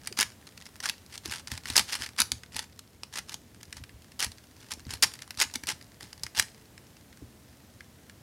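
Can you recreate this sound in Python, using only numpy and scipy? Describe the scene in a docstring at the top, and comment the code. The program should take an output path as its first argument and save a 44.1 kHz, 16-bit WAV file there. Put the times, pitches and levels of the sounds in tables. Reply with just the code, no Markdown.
"""At a desk in a small room, a twelve-sided plastic twisting puzzle is solved quickly by hand, close to a microphone.
Each turn of a face is a short rattle: many random touches, each sounding one of a set of hollow clacks.
Sharp clicks, built from the same kind of clack, mark where pieces catch and snap home.
The hands make soft low bumps from fading sine waves, and filtered noise gives the room's answer.
A computer fan hums with noise and wavering tones under a faint hiss."""
import sys
import numpy as np
from scipy import signal
from scipy.fft import rfft, irfft, next_fast_len
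from scipy.io import wavfile
from scipy.ndimage import map_coordinates

SR = 44100
rng = np.random.default_rng(int(sys.argv[2]) if len(sys.argv) > 2 else 0)


def wav_out(sig):
    """Save sig, one row per channel (or a flat mono array), as 16-bit PCM at SR to the path in sys.argv[1]."""
    wavfile.write(sys.argv[1], SR, np.round(np.clip(np.atleast_2d(sig).T, -1, 1) * 32767).astype(np.int16))


N = 362495

# Turns of a face. Each row: fastest moment in seconds, rise in seconds, fall in seconds,
# strength of the rattle in dB.
TURNS = [(.206, 0.038, 0.04, -27.5), (0.857, 0.03, 0.039, -32.5), (1.155, 0.057, 0.015, -47),
         (1.32, 0.084, 0.092, -38), (1.519, 0.02, 0.057, -39.5), (1.699, 0.06, .085, -40.5),
         (1.771, 0.017, 0.043, -20.5), (1.934, 0.066, 0.052, -35), (2.039, 0.051, .045, -37.5),
         (2.207, 0.031, 0.0164, -22.5), (2.574, 0.054, 0.083, -39), (3.183, 0.058, 0.015, -36),
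         (3.33, 0.056, .019, -46.5), (3.776, 0.023, 0.026, -47), (4.229, .038, .038, -29),
         (4.631, 0.067, 0.088, -53), (4.717, 0.013, .013, -32.5), (4.926, 0.048, 0.048, -40.5),
         (5.035, 0.01, 0.0162, -18), (5.418, 0.033, 0.033, -24.5), (5.551, 0.013, 0.0066, -30.5),
         (5.699, .026, 0.028, -28.5), (6.025, 0.033, 0.089, -52.5), (6.386, 0.038, 0.041, -29.5)]
TYPICAL_DB = -30  # the level that clicks and turns are compared with


def amp(db):
    """Turn decibels into a gain."""
    return 10 ** (np.asarray(db) / 20)


def unit(x):
    """Scale a sound to an rms (average strength) of 1."""
    return x / np.sqrt(np.mean(x ** 2) + 1e-20)


def along(points, hz):
    """Read a curve of (Hz, value) points on a logarithmic frequency axis."""
    point_hz, values = np.transpose(points)
    return np.interp(np.log(hz + 1), np.log(point_hz), values)


def filtered(x, response):
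    """Multiply each frequency of a sound by a gain; response gives the gain for each Hz."""
    size = next_fast_len(N + SR // 2)
    spectrum = rfft(x, size) * response(np.fft.rfftfreq(size, 1 / SR))
    return irfft(spectrum, size)[:N]


def wobble(rate):
    """Draw a smooth random curve through a given number of random points a second."""
    points = rng.standard_normal(int(N * rate / SR) + 4)
    return map_coordinates(points, [np.arange(N) * rate / SR])


def causal(db):
    """Make filters that respond as promptly as possible (minimum phase), one per row of dB gains."""
    cepstrum = irfft(np.log(amp(db)))
    half = cepstrum.shape[1] // 2
    # folding the second half onto the first leaves no sound before the blow
    cepstrum[:, 1:half] *= 2
    cepstrum[:, half + 1:] = 0
    return np.exp(rfft(cepstrum))


def add(track, s, sound):
    """Mix a sound into the track at time s in seconds."""
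    start = max(round(s * SR), 0)
    part = track[start:start + len(sound)]
    part += sound[:len(part)]


def background(fan_db, hiss_db):
    """A fan makes low noise and wavering tones; a hiss of higher noise slowly drifts in level."""
    # Colour of the air noise. Each row: frequency in Hz, relative level in dB per Hz.
    air = [(15, -54), (25, -14), (82, 6.5), (175, -0.5), (242, -0.5), (384, -9), (427, -12), (476, -11),
           (754, -16.5), (1230, -21.5), (2000, -21.5), (2350, -24), (5570, -25.5), (14800, -30),
           (16000, -36.5)]
    # Drift of the hiss. Each row: time in seconds, level in dB before hiss_db is added.
    floor = [(0, -58), (2.0, -58), (2.8, -61.5), (4.4, -58.5), (5.8, -58), (8.22, -58.5)]
    # Fan and mains tones. Each row: frequency in Hz, middle level in dB.
    tones = [(91, -78), (120, -91), (241, -82.5), (436, -77)]
    t = np.arange(N) / SR

    def low(hz):
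        return 1 / (1 + (hz / 1000) ** 2)

    def fan_colour(hz):
        return amp(along(air, hz)) * low(hz)

    def hiss_colour(hz):
        return amp(along(air, hz)) * np.sqrt(1 - low(hz) ** 2)

    fan = unit(filtered(rng.standard_normal(N), fan_colour))
    hiss = unit(filtered(rng.standard_normal(N), hiss_colour))
    hum = np.zeros(N)
    for hz, db in tones:
        level = amp(db + 3.1 * wobble(5.3)) * np.sqrt(2)
        hum += level * np.sin(2 * np.pi * hz * t + 1.83 * wobble(4.7))
    fan_level = amp(fan_db + wobble(3.6))
    hiss_level = amp(np.interp(t, *np.transpose(floor)) + hiss_db)
    return fan_level * fan + hiss_level * hiss + hum


def contacts(bright, hollow, crack_db, crack_t60, shell_db, shell_t60, cavity_hz=1800, size=1024):
    """Pieces collide: fading noise and ringing tones make one clack of energy 1 per brightness value."""
    # Ringing tones of a hollow piece, damped by the fingers. 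Each row: typical frequency in Hz,
    # typical relative level in dB, time to fade by 60 dB in seconds.
    piece_tones = [(896, -14.5, 0.068), (1380, -10.5, 0.011), (1702, 0.5, 0.014), (2188, -5, 0.029),
                   (2823, 4, 0.0088), (3720, -2.5, 0.0098), (4646, 9, 0.0074), (5325, 3.5, 0.013),
                   (6390, 10, 0.0042), (7370, 11, 0.0026), (9130, 9.5, 0.0068), (11500, 11.5, 0.0043)]
    # Colour of the plastic contacts. Each row: frequency in Hz, relative gain in dB.
    plastic = [(100, -13), (300, -6.5), (560, -8), (850, -3), (1150, 0), (1500, 1), (1900, 2), (3200, 2),
               (5000, 2.5), (8000, -3.5), (10500, -5), (13000, -13), (16000, -21)]
    count, t = len(bright), np.arange(size) / SR
    noise = rng.standard_normal((count, size))
    # a hard crack, and a weak shudder through the neighbouring pieces
    crack = amp(crack_db - 60 * t / crack_t60)
    shudder = amp(shell_db - 60 * t / shell_t60)
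    clack = noise * (crack + shudder)
    for hz, db, t60 in piece_tones:
        # every piece rings a little differently
        detune, strength, sign = rng.standard_normal((3, count, 1))
        piece_hz = hz * np.exp(.07 * detune)
        level = amp(db + 3.6 * strength - 60 * t / t60)
        clack += np.sign(sign) * level * np.sin(2 * np.pi * piece_hz * t)
    f = np.fft.rfftfreq(2 * size, 1 / SR)
    octaves = np.log2(np.clip(f, 1000, 14000) / 1000)
    # some contacts sound the air inside the puzzle more than others
    cavity = np.exp(-(np.log2((f + 1) / cavity_hz) / 0.65) ** 2)
    colour = along(plastic, f) + bright[:, None] * octaves + hollow[:, None] * cavity
    clack = irfft(rfft(clack, 2 * size) * causal(colour))[:, :size]
    return clack / np.linalg.norm(clack, axis=1, keepdims=True)


def scatter(per_s, spread_db):
    """Scatter touches of varied strength at random moments, per_s a second on average, with rms 1."""
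    happens = rng.random(N) < per_s / SR
    strength_db = spread_db * np.clip(rng.standard_normal(N), -2, 1.5)
    return unit(happens * amp(strength_db))


def rattle(rate, spread_db, edge_db, catch_rate, catch_db, idle_rate, idle_db, count=32):
    """A turning face drags loose pieces over their neighbours; the grip also stirs faint ticks."""
    # Restlessness of the grip. Each row: time in seconds, change of the faint ticks in dB.
    restlessness = [(0, 2.5), (2.4, 0), (2.85, -10.5), (3.5, -2.5), (4.45, -6.5), (4.7, 3.5), (6.4, -2),
                    (7.5, -11.5), (8.22, -13)]
    t = np.arange(N) / SR
    motion = np.zeros(N)
    for fastest, rise, fall, db in TURNS:
        progress = np.maximum((fastest - t) / rise, (t - fastest) / fall)
        inside = progress < 1
        motion[inside] += amp(db - edge_db * progress[inside])
    # the fingers fidget less in the pauses for thought
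    fidget = np.interp(t, *np.transpose(restlessness))
    # the face sticks and slips, so that its touches come in clumps
    slips = unit(amp(4 * wobble(200)))
    # some rarer touches are corners that catch harder
    sliding = slips * scatter(rate, spread_db) + amp(catch_db) * scatter(catch_rate, spread_db)
    touches = motion * sliding + amp(idle_db + fidget) * scatter(idle_rate, spread_db)
    piece = rng.integers(count, size=N)
    bright, hollow = rng.standard_normal((2, count))
    clacks = contacts(0.67 * bright - .3, 3 * hollow,
                      crack_db=15, crack_t60=0.0081, shell_db=1, shell_t60=0.019)
    track = np.zeros(N)
    for k, clack in enumerate(clacks):
        track += signal.oaconvolve(touches * (piece == k), clack)[:N]
    return track


def clicks(graze_db=-11, bounce_db=-6):
    """A piece grazes its neighbour, snaps into line and bounces once; harder snaps are brighter."""
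    # Clear clicks where a piece catches or snaps home. Each row: time of the snap in seconds,
    # level in dB, relative boost of the hollow ring in dB.
    snap_list = [(0.0736, -22, 3.5), (0.126, -32, -6), (.1737, -30.5, 1), (0.1895, -16, 4),
                 (0.2006, -18, 5), (0.2093, -15, -25), (.218, -19, 10), (0.2283, -17, 6), (.4737, -41, 5.5),
                 (.577, -38.5, 2), (0.6228, -39.5, 3), (0.6651, -37, 2), (0.8035, -30, 1),
                 (0.8397, -26.5, 11), (0.8564, -27, 18), (0.8892, -22.5, 5), (0.8968, -18.5, 2.5),
                 (1.14, -38, -11), (1.1555, -34.5, 2), (1.1782, -31.5, -10), (1.258, -27.5, -8),
                 (1.313, -30, -3), (1.3211, -28, 7), (1.3373, -28.5, 10), (1.359, -33, -3), (1.474, -30, 0),
                 (1.4812, -36, 0), (1.517, -25.5, 3), (1.577, -29.5, 2), (1.6568, -28.5, 13),
                 (1.7015, -23, -3.5), (1.766, -8.5, -19), (1.7791, -10, -11.5), (1.7941, -17, -5),
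                 (1.883, -37, 2.5), (1.9308, -24, 1), (1.953, -24, 4), (2.0212, -25.5, 3.5),
                 (2.038, -31, 6), (2.0626, -30, 8), (2.09, -36.5, 2.5), (2.1865, -23.5, -9),
                 (2.191, -19.5, 9), (2.2026, -10.5, -9.5), (2.2179, -14, -7), (2.3185, -16.5, -5.5),
                 (2.4346, -36.5, 8), (2.5652, -24, 1), (2.5922, -22.5, -1), (2.7923, -34.5, -2),
                 (3.0343, -28.5, -1.5), (3.139, -32.5, -3), (3.1567, -32, 7), (3.1892, -27.5, 5),
                 (3.2945, -32, -2), (3.3428, -26.5, -6), (3.6311, -36, 1), (3.7273, -30, 6.5),
                 (3.7693, -36.5, -8), (3.8386, -36.5, 7), (3.8937, -43.5, 12), (4.1193, -43, 0),
                 (4.196, -25.5, -0.5), (4.2038, -21.5, -2), (4.227, -19, 5), (4.2455, -22.5, -8),
                 (4.3185, -37, -9), (4.3835, -43.5, -1), (4.718, -27.5, -10), (4.737, -30, -11),
                 (4.8674, -44, -6), (4.908, -29, -14), (4.9376, -26, -8), (5.0256, -10.5, -2.5),
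                 (5.0298, -13, 3), (5.0422, -15, 6), (5.1384, -31.5, 2), (5.1906, -39, 4),
                 (5.221, -31.5, 1), (5.3072, -29.5, 2.5), (5.3743, -32.5, -6), (5.4011, -17.5, -1),
                 (5.4146, -11.5, 8), (5.4213, -15, -8), (5.5393, -28.5, -27), (5.5572, -21.5, 0),
                 (5.6365, -30.5, 4), (5.671, -26, -5), (5.6896, -22.5, -4), (5.7047, -28, -3),
                 (5.8125, -41.5, 6), (6.008, -36, 4), (6.0289, -36, -13), (6.13, -35.5, -2),
                 (6.2349, -22.5, -5), (6.2659, -30, 10), (6.3888, -23, 2), (6.397, -9, 3),
                 (6.4247, -27, -1), (6.779, -40, 9.5), (6.968, -47, 2), (7.128, -46, 10), (7.173, -47, 6),
                 (7.8067, -37.5, 13.5), (8.097, -40.5, 7)]
    tilt_db, tilt_per_db = 0.46, 0.07  # dB per octave at the typical level, and its growth per dB
    track = np.zeros(N)
    times, db, hollow = np.transpose(snap_list)
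    bright = tilt_db + tilt_per_db * (db - TYPICAL_DB)

    def clacks():
        return contacts(bright, hollow, crack_db=14.5, crack_t60=0.0026, shell_db=9, shell_t60=0.026)

    grazes, snaps, bounces = clacks(), clacks(), clacks()
    lead, lag = rng.uniform(.3, 1, (2, len(times)))
    for k, s in enumerate(times):
        add(track, s - .0018 * lead[k], amp(db[k] + graze_db) * grazes[k])
        add(track, s, amp(db[k]) * snaps[k])
        add(track, s + .0012 * lag[k], amp(db[k] + bounce_db) * bounces[k])
    # a level in the list is the rms that the snap's energy would have within one millisecond
    return track * np.sqrt(SR / 1000)


def bumps(boom_hz, desk_hz, knock_s, boom_s, desk_share=1.41):
    """A soft blow of the hand: a brief hollow knock with a lower, longer boom of the desk."""
    # Stronger soft bumps of the hands. Each row: start in seconds, typical knock frequency in Hz,
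    # knock level in dB, boom level in dB.
    blow_list = [(.113, 506, -42, -60), (.187, 327, -38, -57), (1.255, 358, -39.5, -54),
                 (1.282, 284, -41, -44.5), (1.519, 292, -39, -38), (1.7, 304, -38.5, -39),
                 (1.797, 287, -38.5, -51), (2.003, 320, -41, -50), (2.196, 301, -41.5, -53),
                 (2.321, 295, -44, -41.5), (2.552, 300, -46, -47), (3.766, 260, -54, -48),
                 (3.805, 260, -55, -44), (3.941, 260, -57, -47), (4.263, 260, -46, -41),
                 (4.773, 310, -46, -58), (4.864, 325, -40, -40), (4.931, 308, -44.5, -44),
                 (5.026, 302, -44.5, -51), (5.375, 294, -50, -48), (5.557, 322, -37, -64),
                 (5.634, 282, -46.5, -49), (6.03, 315, -47, -50), (6.237, 280, -57, -46.5),
                 (6.378, 303, -49, -43), (7.221, 356, -39.5, -45)]
    stop_knock_hz, stop_knock_db, stop_boom_db = 260, -52, -53  # for a turn of typical strength
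    stop_grows = .4  # dB of jolt per dB of turn
    track, t = np.zeros(N), np.arange(SR // 4) / SR
    blows = list(blow_list)
    # every turn also jolts the hand as it stops, the more the harder it was
    for fastest, rise, fall, db in TURNS:
        force_db = stop_grows * (db - TYPICAL_DB)
        blows.append((fastest + fall, stop_knock_hz, stop_knock_db + force_db, stop_boom_db + force_db))
    chances = rng.standard_normal((len(blows), 3))
    # both parts swell and fade smoothly
    u, v = t / knock_s, t / boom_s
    knock_swell, boom_swell = u * np.exp(1 - u), v * np.exp(1 - v)
    for (s, knock_hz, knock_db, boom_db), chance in zip(blows, chances):
        # each blow is slightly off the typical pitches
        knock_turn, boom_turn, desk_turn = 2 * np.pi * np.exp(.06 * chance)
        # the knock sags in pitch as the soft contact spreads
        knock = knock_swell * np.sin(knock_turn * knock_hz * t / (1 + t / 0.083))
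        boom_tone = np.sin(boom_turn * boom_hz * t)
        desk_tone = np.sin(desk_turn * desk_hz * t)
        boom = boom_swell * (boom_tone + desk_share * desk_tone)
        add(track, s, amp(knock_db) * knock + amp(boom_db) * boom)
    return track


def core(x, core_hz, width_hz, shake_db):
    """A turn shakes the whole core of the puzzle; a resonance adds a lower clack."""
    t = np.arange(N) / SR
    turning = np.zeros(N)
    for fastest, rise, fall, db in TURNS:
        turning += np.exp(-((t - fastest) / (rise + fall)) ** 2)
    shaken = amp(shake_db) * x * np.minimum(turning, 1)
    b, a = signal.iirpeak(core_hz, core_hz / width_hz, SR)
    return signal.lfilter(b, a, shaken)


def room(x, near_db, tail_db, count=6):
    """Desk and screen reflect early and the room dies away; the answer changes as the puzzle moves."""
    # Fading of the room. Each row: frequency in Hz, time to fall by 60 dB in seconds.
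    fading = [(100, 0.306), (500, 0.39), (2000, 0.22), (6000, 0.26), (10000, 0.25), (15000, 0.22)]
    out = np.zeros(N)
    place = np.arange(N) / SR / .02  # one new answer every 0.02 s, in a repeating cycle
    for k in range(count):
        hz, t, grid = signal.stft(rng.standard_normal(SR // 2), SR, nperseg=256)
        decay = amp(-60 * t / along(fading, hz)[:, None])
        tail = signal.istft(grid * decay, SR, nperseg=256)[1]
        age = np.arange(len(tail)) / SR
        tail *= np.clip(age / 0.0066, 0, 1)
        near = rng.standard_normal(len(tail)) * amp(-60 * age / 0.06) * (age > .002)
        answer = amp(tail_db) * tail / np.linalg.norm(tail)
        answer += amp(near_db) * near / np.linalg.norm(near)
        # neighbouring answers fade into each other
        share = np.clip(1 - np.abs((place - k + 1) % count - 1), 0, 1)
        out += signal.oaconvolve(x * np.sqrt(share), answer)[:N]
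    return out


def scene():
    """The puzzle and the hands sound in the room, over the fan and hiss."""
    air = background(fan_db=-57.5, hiss_db=-0.5)
    turning = rattle(rate=1500, spread_db=6, edge_db=14.5, catch_rate=110, catch_db=-4,
                     idle_rate=50, idle_db=-61.5)
    pieces = turning + clicks()
    hands = bumps(boom_hz=112.2, desk_hz=79.2, knock_s=0.0044, boom_s=0.011)
    puzzle = pieces + core(pieces, core_hz=857, width_hz=160, shake_db=-2.5) + hands
    answer = room(puzzle, near_db=-18.5, tail_db=-16)
    return (puzzle + answer + air)[None]


def record(dry):
    """The small microphone loses the deepest bass; the recorder rounds off peaks and limits the band."""
    bass_hz, ceiling, top_hz = 38, .8, 15950
    heard = filtered(dry[0], lambda hz: hz ** 2 / np.sqrt(hz ** 4 + bass_hz ** 4))
    rounded = heard / (1 + (heard / ceiling) ** 4) ** .25
    return filtered(rounded, lambda hz: hz < top_hz)[None]


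dry = scene()
out = record(dry)
wav_out(out)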